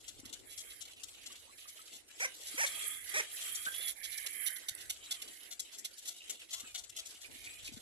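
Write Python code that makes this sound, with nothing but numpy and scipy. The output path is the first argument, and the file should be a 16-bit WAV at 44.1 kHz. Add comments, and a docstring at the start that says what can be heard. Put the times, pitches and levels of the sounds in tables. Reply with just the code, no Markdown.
"""Waterbird chicks beg all round in short rattling chaks: throat pulses filtered by throat and beak.
An adult barks three arched kwoks, other birds whistle thinly, cry and cluck, and two hoarse ones rasp
by driving turbulent breath through resonances. The far colony blurs into a bed of noise, and leaves
and trunks scatter echoes. The scene is heard by a phone with two unlike ports, buffeted by a breeze."""
import sys
import numpy as np
from scipy import signal
from scipy.fft import rfft, irfft, next_fast_len
from scipy.io import wavfile
from scipy.ndimage import uniform_filter1d, map_coordinates

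SR = 44100
rng = np.random.default_rng(int(sys.argv[2]) if len(sys.argv) > 2 else 0)


def int16_out(signal):
    """Quantize to a 16-bit WAV file."""
    q = np.round(np.clip(np.atleast_2d(signal).T, -1, 1) * 32767)
    wavfile.write(sys.argv[1], SR, q.astype(np.int16))


N = 344421

# Begging chaks. Each row: start in seconds, level in dB, left minus right in dB, brightness in dB,
# length in seconds.
CHAKS = [(0.079, -40, 9, -7, 0.024), (0.201, -46.5, 7, 2, 0.0089), (0.254, -43, -2, -7, 0.016),
         (0.328, -38.5, 9.5, -7.5, 0.023), (0.495, -46.5, -1, -8, 0.06), (0.577, -38.5, 9, -1, 0.025),
         (0.602, -42.5, 7, -3, 0.022), (0.7, -46, 1, -17, 0.032), (0.808, -39.5, 9, -5, 0.026),
         (0.294, -46.5, 0, -10, 0.014), (0.853, -45.5, 3, -13, 0.016), (0.935, -49.5, 4.5, -18, 0.0081),
         (1.085, -46, 5, -9, 0.015), (1.035, -37, 9, -3, 0.015), (1.261, -40, 8.5, -7.5, 0.021),
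         (1.318, -45.5, 5, -6, 0.02), (1.684, -45.5, 6, 0, 0.024), (1.921, -46, 3, -6, 0.064),
         (2.19, -42.5, 6.5, -5, 0.04), (2.432, -44.5, 4, -1, 0.013), (2.459, -39.5, 1, -4, 0.047),
         (2.661, -32.5, 9, -8, 0.026), (3.411, -38.5, 6, -8.5, 0.024), (3.551, -33, 5.5, 3, 0.02),
         (3.652, -36, 5, -13, 0.018), (3.807, -41, -1, -24, 0.045), (3.872, -35.5, -1.5, -7.5, 0.044),
         (4.0325, -36.5, -6, -8, 0.037), (4.117, -41.5, -7, -8, 0.037), (4.178, -34, -5.5, 0, 0.014),
         (4.264, -31.5, -5.5, -7.5, 0.015), (4.462, -32, -6, -6.5, 0.028), (4.561, -42, -8, -5, 0.017),
         (4.686, -28.5, -4, -7, 0.016), (4.777, -47, -4, -10, 0.022), (4.808, -46, -8, -5, 0.024),
         (4.898, -28.5, -2.5, -7.5, 0.018), (4.924, -47, -1, -8, 0.015), (5.035, -48, 6, -9, 0.034),
         (5.11, -28.5, -0.5, -9, 0.024), (5.141, -42, -5, -16, 0.023), (5.219, -36, -1, -8, 0.016),
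         (5.277, -44.5, 1, -13, 0.019), (5.508, -40, 7, -9, 0.036), (5.5964, -30, 4, -4, 0.016),
         (5.727, -46.5, 7, -13, 0.04), (5.784, -39.5, 1, 13, 0.022), (5.8478, -32, -2.5, -7, 0.019),
         (5.981, -43.5, 6, -3, 0.022), (6.054, -41, 0, -6, 0.024), (6.076, -33, 6, -5, 0.026),
         (6.108, -46, 4, -9, 0.013), (6.296, -32.5, 7, -5, 0.022), (6.321, -50, 5.5, -11, 0.02),
         (6.505, -41.5, 6.5, -9, 0.03), (6.53, -33, 8, -7, 0.027), (6.556, -45, 6.5, -8, 0.047),
         (6.599, -38, 7, -8, 0.018), (6.7453, -34.5, 7, -11.5, 0.027), (6.777, -39, 9, -8, 0.029),
         (6.838, -44.5, 8, -7, 0.018), (6.896, -43, 7.5, -2, 0.015), (6.964, -36.5, 5, -6, 0.023),
         (6.986, -36.5, 6.5, -10.5, 0.024), (7.055, -42, 6, -3, 0.029), (7.105, -46, 2.5, -9, 0.018),
         (7.762, -48.5, 2, -11, 0.027), (7.212, -46.5, 7, -5, 0.029), (7.439, -45, 7.5, -10.5, 0.039),
         (7.644, -40.5, 4, -10, 0.051)]
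# A chick's resonances. Each row: centre in Hz, width in Hz, gain in dB.
THROAT_MODES = [(615, 156, -9), (1364, 280, -11.5), (2080, 320, -5.5), (3164, 520, 7), (4337, 1030, 2)]
BEAK_MODES = [(5740, 880, 5.5), (7160, 250, 8), (7060, 1140, 5.5), (12200, 2330, 3)]
# A bill shutting: start in seconds, level in dB.
BILL_SNAP = (4.7505, -26.5)
# Duller chaks. Each row: start in seconds, level in dB, resonance in Hz, left minus right in dB.
PEEPS = [(3.149, -43, 3920, 4), (5.06, -48, 3900, -3), (4.1237, -44.5, 4010, -4), (5.9299, -51, 4600, 7),
         (6.1804, -51.5, 3870, 5), (6.2042, -46.5, 2786, 0), (6.414, -49, 2630, -1),
         (7.2443, -44.5, 2390, -2), (7.4647, -41, 2360, -5), (7.675, -43.5, 2440, -4)]
# Adult barks. Each row: start, climb, hold and whole length in seconds, first and top pitch in Hz,
# level in dB.
KWOKS = [(2.196, 0.037, .006, 0.072, 409.6, 810, -40), (2.572, 0.042, 0.017, 0.088, 413.3, 932, -37.5),
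         (3.136, 0.037, .021, 0.08, 352, 630.4, -38)]
# The two sides of a kwok's arch. Each row: share of that side's time, share of the pitch rise, gain in dB.
ARCH_UP = [(0, 0.014, -5.5), (0.549, .3, -3.5), (0.999, 1, 0)]
ARCH_DOWN = [(0, 0.94, -1.5), (0.399, .3, -0.5), (1, .2, -1)]
# Gliding calls. Each row: start and length in seconds, first and last pitch in Hz, level in dB.
WHISTLES = [(3.663, 0.03, 1513, 1630, -37), (3.709, 0.1, 3275, 3445, -49),
            (3.798, 0.1132, 3510, 3290, -46.5), (6.541, 0.13, 1003, 1300, -65)]
CRIES = [(6.638, 0.095, 1316, 1200, -63), (7.489, 0.12, 1295, 1200, -65.5)]
# Spectral envelopes of the voices. Each row: frequency in Hz, gain in dB.
KWOK_FORMANTS = [(300, -3), (550, -5), (1300, -8), (1900, 5), (2350, 8), (2800, -15), (4400, -21),
                 (6100, 5), (6800, -14), (7500, -8.5), (9800, -9.5), (14000, -25)]
CRY_FORMANTS = [(1200, -14), (2550, 4.5), (3900, -26), (5200, -25), (6400, -16), (7700, 8.5), (9000, -14)]
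# Hoarse calls. Each row: start, loudest moment and end in seconds, first and last resonance in Hz,
# level in dB and, for the rasps only, hiss level in dB.
WHINES = [(.45, .68, 0.83, 3320, 3150, -65), (2.5, 2.85, 3.03, 3230, 3340, -50),
          (3.07, 3.12, 3.4, 3300, 3177, -54.5), (3.3, 3.5, 3.82, 3140, 3380, -52.5),
          (3.705, 3.76, 3.93, 3294, 3477, -54.5), (4.2, 4.45, 4.62, 3224, 3085, -57.5),
          (4.98, 5.17, 5.35, 3288, 2950, -61.5)]
RASPS = [(.45, .71, 0.82, 2293, 2022, -69.5, -62), (1.52, 1.7, 1.85, 2116, 2140, -73, -66),
         (2.45, 2.88, 3.06, 2090, 2030, -61.5, -53.5), (3.06, 3.14, 3.25, 2020, 1950, -55.5, -56),
         (3.31, 3.45, 3.74, 1943, 1910, -64.5, -52.5), (3.745, 3.88, 3.92, 2116, 2143, -57, -46),
         (3.96, 4.2, 4.3, 2180, 2190, -56, -53), (4.305, 4.42, 4.59, 2250, 1960, -54, -48.5),
         (4.605, 4.72, 4.89, 2030, 1872, -64, -67), (5.05, 5.42, 5.56, 1905, 2114, -70.5, -64.5),
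         (7.3, 7.45, 7.6, 2204, 2436, -65, -66)]
# Resonances of their hiss. Each row: centre in Hz, width in Hz, gain in dB.
WHINE_MODES = [(2313, 250, -0.5), (7530, 540, -0.5), (8200, 470, -4.5), (9080, 330, 3)]
RASP_MODES = [(9900, 1100, -3), (10950, 450, 1.5), (11800, 1100, -2), (13300, 1500, -4)]
# Flares of the rasp's hiss. Each row: start and length in seconds, gain in dB.
HISS_FLARES = [(2.867, 0.019, 11), (3.092, 0.011, 11), (4.464, .022, 6.5)]
# Far hollow clucks. Each row: start in seconds, level in dB, frequency in Hz.
CLUCKS = [(1.303, -55, 1145), (1.495, -56, 1126), (1.655, -54, 1200), (1.792, -52, 1290)]
# Level of the background noise and far chatter, dipping briefly before and after the last kwok.
# Each row: time in seconds, level in dB.
BACKGROUND_LEVELS = [(0.0, -66), (1.3, -63), (2.15, -64), (2.45, -59.5), (2.7, -54), (2.9, -53.5),
                     (3.0, -69.5), (3.15, -49), (3.26, -61.5), (3.36, -55), (3.85, -59.5), (3.96, -64.5),
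                     (4.46, -60.5), (5.0, -63), (7.81, -63)]
# Spectra of the far bed and the wind. Each row: frequency in Hz, relative level in dB.
BED_SPECTRUM = [(150, -65), (250, -28), (312, -0.5), (546, -0.5), (957, -8.5), (1110, -9.5), (1620, -3),
                (2940, -1), (6530, -4.5), (7730, 2.5), (14500, -15)]
RUMBLE_SPECTRUM = [(15, -36), (35, -0.5), (60, 0), (115, -3.5), (160, -18.5), (300, -48)]
FLUTTER_SPECTRUM = [(100, -32), (150, -43), (200, -2), (290, 3), (420, -2), (800, -13), (3000, -43)]
# Echo decay among the trees. Each row: frequency in Hz, seconds to fall by 60 dB.
ECHO_DECAY = [(300, 0.31), (3000, 0.15), (10000, 0.12)]
# Gusts. Each row: strongest moment in seconds, seconds to fall by 10 dB, rumble and flutter in dB.
GUSTS = [(.2, 0.96, -66.5, -73.5), (2.7, 1.2, -72.5, -89), (3.66, 0.5, -78.5, -101), (4.8, 0.5, -73, -77),
         (6.62, 0.4, -72, -91), (7.3, 0.1, -63, -68.5), (7.7, 1, -64, -72)]
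# Puffs of air at the left port. Each row: start in seconds, level in dB, frequency in Hz.
PUFFS = [(.19, -48, 266), (0.19, -49, 100), (.232, -46, 280), (.255, -45.5, 247), (2.542, -43, 298),
         (3.664, -51, 266), (4.713, -51, 105.2), (6.634, -51, 248), (7.354, -52.5, 278),
         (7.633, -49.5, 100), (7.69, -47, 294), (7.72, -44, 237), (7.741, -42, 105), (7.769, -41.5, 230)]
# Port responses. Each row: frequency in Hz, gain in dB.
LEFT_PORT = [(200, -4.5), (2000, 3), (5000, -0.5), (7700, 6.5), (9500, -2), (11000, -14), (14500, -8.5)]
RIGHT_PORT = [(200, 0), (2000, 5), (5000, 2.5), (8000, -3.5), (9500, 3.5), (11000, 9), (14500, -8.5)]

CREST_DB = 8.5  # a chak's peak over its mean level
CALM_RUMBLE_DB, CALM_FLUTTER_DB = -83.5, -78
BAND_LIMIT_HZ = 14350


def chak(bright_db, length, pitch_offset, throat_offset):
    """Source and filter: breathy pulses ring throat and beak. Pitch and colour vary from chak to chak."""
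    t = np.arange(SR // 16) / SR
    jitter = 1 + .2 * uniform_filter1d(rng.standard_normal(len(t)), 20)
    phase = np.cumsum(690 * (1 + .04 * pitch_offset) * jitter) / SR
    cycle = phase.astype(int)
    shimmer = amp(1.3 * rng.standard_normal(99))[cycle]
    aspiration = 0.17 * amp(-12.5 * (phase % 1)) * rng.standard_normal(len(t))
    pulses = (np.diff(cycle, prepend=0) + aspiration) * shimmer
    progress = t / max(length, .006)
    pulses *= np.sin(np.pi / 2 * np.clip(progress / 0.33, 0, 1)) * amp(-45 * np.clip(progress - .8, 0, 9))
    throat = modes(THROAT_MODES, shift=1 + 0.04 * throat_offset)
    beak = modes(BEAK_MODES, shift=1 + 0.03 * pitch_offset)
    call = filtered(pulses, lambda f: throat(f) + amp(bright_db + 5.5) * beak(f))
    return unit(call) * np.sqrt(length / t[-1])


def chicks():
    """Differences of level and arrival time between the ports give each near chak its direction."""
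    bus = np.zeros((2, N))
    for (start, db, pan_db, bright_db, length), offsets in zip(CHAKS, rng.standard_normal((len(CHAKS), 2))):
        lag = np.clip(49 - 6.5 * pan_db, -14, 22)  # the ports lie a hand apart
        add(bus, amp(db - CREST_DB) * chak(bright_db, length, *offsets), start - .003, pan_db, lag)
    return bus


def bill_snap():
    """Impact excitation: a closing bill sends a brief noise burst through one high resonance."""
    bus, t = np.zeros((2, N)), np.arange(300) / SR
    start, db = BILL_SNAP
    burst = amp(db - 60 * t / 0.015) * rng.standard_normal(len(t))
    add(bus, filtered(burst, modes([(10200, 2200, 0.0012)])), start, pan_db=-3, lag=22)
    return bus


def peeps():
    """Amplitude modulation: smaller chicks pulse their breath into a resonance and a weak upper one."""
    bus, t = np.zeros((2, N)), np.arange(SR // 20) / SR
    progress = t / 0.03
    for start, db, hz, pan_db in PEEPS:
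        pulses = (1 + np.cos(2 * np.pi * 600 * t)) * rng.standard_normal(len(t))
        throat = modes([(hz, 390, 0), (2.1 * hz, 900, -9)])
        call = filtered(pulses * progress * amp(-40 * progress), lambda f: throat(f) ** 2)
        add(bus, amp(db) * call / np.abs(call).max(), start - .002, pan_db, lag=12)
    return bus


def voice(contour, weight, harmonics, rough):
    """A harmonic series on a wavering (seconds, Hz, dB) contour; breath roughens high partials most."""
    t = np.arange(contour[0][0], contour[-1][0], 1 / SR)
    hz, db = curves(contour, t)
    k = np.arange(1, harmonics + 1)[:, None]
    waver = unit(uniform_filter1d(rng.standard_normal(len(t)), size=600))
    hz = uniform_filter1d(hz, 200) * (1 + .006 * waver)
    depth = rough * (k * hz / 2000) ** 3
    noise = unit(uniform_filter1d(rng.standard_normal((harmonics, len(t))), size=70, axis=1))
    fuzz = (1 + depth * noise) / np.sqrt(1 + depth ** 2)
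    partials = np.cos(2 * np.pi * k * np.cumsum(hz) / SR + 0.0417 * k ** 2)
    return np.sum(weight(k, hz) * fuzz * partials, axis=0) * amp(db) * signal.windows.tukey(len(t), .25)


def kwoks():
    """Formant filtering: an adult's harmonics arch through the fixed resonances of a wide throat."""
    def weight(k, hz):
        return amp(along(KWOK_FORMANTS, k * hz)) * (k * hz < BAND_LIMIT_HZ) * np.sqrt(hz / 900)

    bus = np.zeros((2, N))
    for start, climb, hold, length, first_hz, top_hz, db in KWOKS:
        arch = [(share * climb, *rest) for share, *rest in ARCH_UP]
        arch += [(climb + hold + share * (length - climb - hold), *rest) for share, *rest in ARCH_DOWN]
        contour = [(start + s, first_hz + rise * (top_hz - first_hz), db + gain) for s, rise, gain in arch]
        add(bus, voice(contour, weight, harmonics=30, rough=.15), start, pan_db=-.8, lag=11)
    return bus


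def whistles():
    """A gliding fundamental with one faint overtone is heard as a thin whistle."""
    bus = np.zeros((2, N))
    for start, length, first_hz, last_hz, db in WHISTLES:
        glide = [(start, first_hz, db), (start + length, last_hz, db)]
        call = voice(glide, lambda k, hz: amp(-24 * (k - 1)), harmonics=2, rough=.35 * (2000 / first_hz) ** 3)
        add(bus, call, start, pan_db=-.8, lag=11)
    return bus


def cries():
    """Formants lift overtones above the fundamental of a call that falls and fades."""
    bus = np.zeros((2, N))
    for start, length, first_hz, last_hz, db in CRIES:
        glide = [(start, first_hz, db), (start + length, last_hz, db - 5)]
        call = voice(glide, lambda k, hz: amp(along(CRY_FORMANTS, k * hz)), harmonics=7, rough=.03)
        add(bus, call, start, pan_db=2.5, lag=4)
    return bus


def whine_ahead():
    """Narrow resonances give turbulent breath a pitch: a hoarse, hissing whine."""
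    gate, hz, db = phrases(WHINES, swell_db=10, fade_db=11)
    hiss = unit(filtered(breath(shared_gain=0.4, lag=11, rough_db=1.4), modes(WHINE_MODES)))
    upper = throat_band(hz, width_hz=115, rough_db=2.5)
    lower = throat_band(.38 * hz, width_hz=90, rough_db=4)
    return gate * amp(db) * (upper + amp(3.5) * hiss + amp(-13) * lower)


def rasp_right():
    """Wider, lower resonances turn breath into a rasp, under a high hiss that flares."""
    gate, hz, db, hiss_db = phrases(RASPS, swell_db=5.5, fade_db=3.5)
    t = np.arange(N) / SR
    flare_db = sum(gain * ((t > start) & (t < start + length)) for start, length, gain in HISS_FLARES)
    hiss_db += uniform_filter1d(flare_db * 1., size=60) + 1.2 * wobble(21.95)[0]
    throat = throat_band(hz, width_hz=210, rough_db=1)
    throat += amp(-6.5) * throat_band(.81 * hz, width_hz=147, rough_db=4)
    hiss = unit(filtered(breath(shared_gain=0.42, lag=14, rough_db=2.2), lambda f: modes(RASP_MODES)(f) ** 2))
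    return gate * (amp(db) * throat * amp([[-4], [4]]) + amp(hiss_db) * hiss * amp([[-5], [5]]))


def breath(shared_gain, lag, rough_db):
    """Turbulence is noise in uneven bursts, only partly coherent between the ports."""
    own, shared = rng.standard_normal((2, N)), rng.standard_normal(N)
    noise = shared_gain * np.array([np.roll(shared, lag), shared]) + np.sqrt(1 - shared_gain ** 2) * own
    return amp(rough_db * wobble(240) + 0.3 * wobble(28)) * noise


def throat_band(hz, width_hz, rough_db):
    """Quadrature modulation centres breath on a wavering resonance, width_hz to either side."""
    slow = [filtered(breath(0.31, 44, rough_db), lambda f: 1 / (1 + (f / width_hz) ** 4)) for _ in range(2)]
    phase = 2 * np.pi * np.cumsum(hz * (1 + 0.00581 * wobble(40)[0])) / SR
    return unit(slow[0] * np.cos(phase) + slow[1] * np.sin(phase))


def phrases(calls, swell_db, fade_db):
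    """Envelopes of calls that swell and fade: a gate shut between them, resonance in Hz, levels in dB."""
    t, rows = np.arange(N) / SR, []
    for start, loudest, end, first_hz, last_hz, *db in calls:
        hz = np.interp(loudest, [start, end], [first_hz, last_hz])
        rows += [(start, first_hz, *np.subtract(db, swell_db)),
                 (loudest, hz, *db),
                 (end, last_hz, *np.subtract(db, fade_db))]
    gate = sum((t > start) & (t < end) for start, _, end, *_ in calls) > 0
    return uniform_filter1d(gate * 1., size=1800), *curves(rows, t)


def clucks():
    """Heavily damped oscillations are heard as short hollow knocks."""
    return knocks(CLUCKS, samples=SR // 25, t60=0.055, attack_s=0.00045, pan_db=-1.5, lag=12)


def colony(count):
    """Superposition: far chaks at random moments blur with their echoes, over a bed of farther ones."""
    level_db, = curves(BACKGROUND_LEVELS, np.arange(N) / SR)
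    bed = unit(filtered(patches(depth_db=4.5), lambda f: amp(along(BED_SPECTRUM, f))))
    bus = np.zeros((2, N))
    for (when, side), (pitch, throat, size) in zip(rng.random((count, 2)), rng.standard_normal((count, 3))):
        call = amp(1.8 * size) * chak(-10 + 5 * throat, 0.018, 3 * np.tanh(pitch), 3 * np.tanh(throat))
        add(bus, call, when * N / SR, pan_db=8 * side - 4, lag=22 - 36 * side)
    flicker = amp(-0.5 + 6.4 * np.tanh(wobble(30, channels=2)))
    chatter = unit(bus + amp(-4) * trees(bus))
    return amp(level_db) * (flicker * bed + amp(3) * chatter)


def patches(depth_db):
    """Many unresolved calls merge into noise whose level varies in patches of time and frequency."""
    spectrum = signal.stft(rng.standard_normal((2, N)), nperseg=512)[2]
    field = uniform_filter1d(rng.standard_normal(spectrum.shape[1:]), size=6, axis=0)
    field = uniform_filter1d(field, size=6, axis=1)
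    return signal.istft(spectrum * amp(depth_db * unit(field)), nperseg=512)[1][:, :N]


def trees(x):
    """Scattering by leaves and trunks leaves a diffuse tail whose treble dies first."""
    hz, t, spectrum = signal.stft(rng.standard_normal((2, SR // 3)), SR, nperseg=256)
    tail = signal.istft(spectrum * amp(-60 * t / along(ECHO_DECAY, hz)[:, None]), SR, nperseg=256)[1]
    delayed = np.pad(x, ((0, 0), (500, 0)))
    return signal.fftconvolve(delayed, tail / np.linalg.norm(tail[0]), axes=1)[:, :N]


def breeze():
    """Turbulent pressure buffets each port independently; now and then a puff knocks the left one."""
    rumble_gain, flutter_gain = gusts()
    rumble = unit(filtered(rng.standard_normal((2, N)), lambda f: amp(along(RUMBLE_SPECTRUM, f))))
    flutter = unit(filtered(rng.standard_normal((2, N)), lambda f: amp(along(FLUTTER_SPECTRUM, f))))
    bus = rumble_gain * amp(2.1 * wobble(28, channels=2) + [[3], [-3]]) * rumble
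    bus += flutter_gain * amp(4.95 * wobble(16, channels=2) + [[4], [-4]]) * flutter
    return bus + knocks(PUFFS, samples=SR // 10, t60=0.045, attack_s=0.0024, pan_db=18, lag=0)


def gusts():
    """Exponential envelopes over calm air: each gust rises five times as fast as it dies."""
    strongest, decay_s, *levels = np.transpose(GUSTS)[:, :, None]
    age = (np.arange(N) / SR - strongest) / decay_s
    shape_db = -10 * np.maximum(age, -age / 0.2)
    return [amp(calm_db) + amp(top_db + shape_db).sum(axis=0)
            for calm_db, top_db in zip((CALM_RUMBLE_DB, CALM_FLUTTER_DB), levels)]


def knocks(rows, samples, t60, attack_s, pan_db, lag):
    """Damped sinusoids with a soft onset, falling by 60 dB in t60 seconds."""
    bus, t = np.zeros((2, N)), np.arange(samples) / SR
    for start, db, hz in rows:
        envelope = amp(db - 60 * t / t60) * (1 - np.exp(-t / attack_s))
        add(bus, envelope * np.sin(2 * np.pi * hz * t), start, pan_db, lag)
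    return bus


def amp(db):
    """Amplitude ratio of a level in dB."""
    return 10 ** (np.asarray(db) / 20)


def unit(x):
    """Normalisation to an rms of 1."""
    return x / np.sqrt(np.mean(x ** 2) + 1e-20)


def along(points, hz):
    """Interpolation of (Hz, value) points on a logarithmic frequency axis."""
    f, values = np.transpose(points)
    return np.interp(np.log(hz + 1), np.log(f + 1), values)


def curves(rows, t):
    """Linear interpolation, at times t, of each column after the time."""
    times, *columns = np.transpose(rows)
    return [np.interp(t, times, column) for column in columns]


def wobble(rate, channels=1):
    """Smooth random modulation with rate knots a second."""
    position = np.arange(N) * rate / SR
    return np.array([map_coordinates(rng.standard_normal(2000), [position]) for _ in range(channels)])


def filtered(x, response):
    """Linear filtering: the spectrum of x times a frequency response."""
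    size = next_fast_len(x.shape[-1] + 2048)
    return irfft(rfft(x, size) * response(np.fft.rfftfreq(size, 1 / SR)), size)[..., :x.shape[-1]]


def modes(table, shift=1):
    """Response of parallel second-order resonators of alternating sign; shift scales their centres."""
    return lambda f: sum((-1) ** k * amp(db) * 1j * f * width / ((shift * hz) ** 2 - f * f + 1j * f * width)
                         for k, (hz, width, db) in enumerate(table))


def add(bus, x, start, pan_db, lag):
    """Stereo placement: the left port hears x pan_db louder and lag samples later than the right."""
    for port, sign in enumerate((1, -1)):
        part = bus[port, max(round(start * SR + sign * lag / 2), 0):][:len(x)]
        part += amp(sign * pan_db / 2) * x[:len(part)]


def scene():
    """The pressures of birds, echoes and wind add linearly."""
    young = chicks() + bill_snap() + peeps()
    adults = kwoks() + whistles() + cries() + clucks()
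    echoes = trees(amp(-13) * young + amp(-13.5) * adults)
    return young + adults + echoes + whine_ahead() + rasp_right() + colony(count=360) + breeze()


def record(dry):
    """Each port has its own frequency response and passes nothing above the band limit."""
    return filtered(dry, lambda f: amp([along(LEFT_PORT, f), along(RIGHT_PORT, f)]) * (f < BAND_LIMIT_HZ))


dry = scene()
out = record(dry)
int16_out(out)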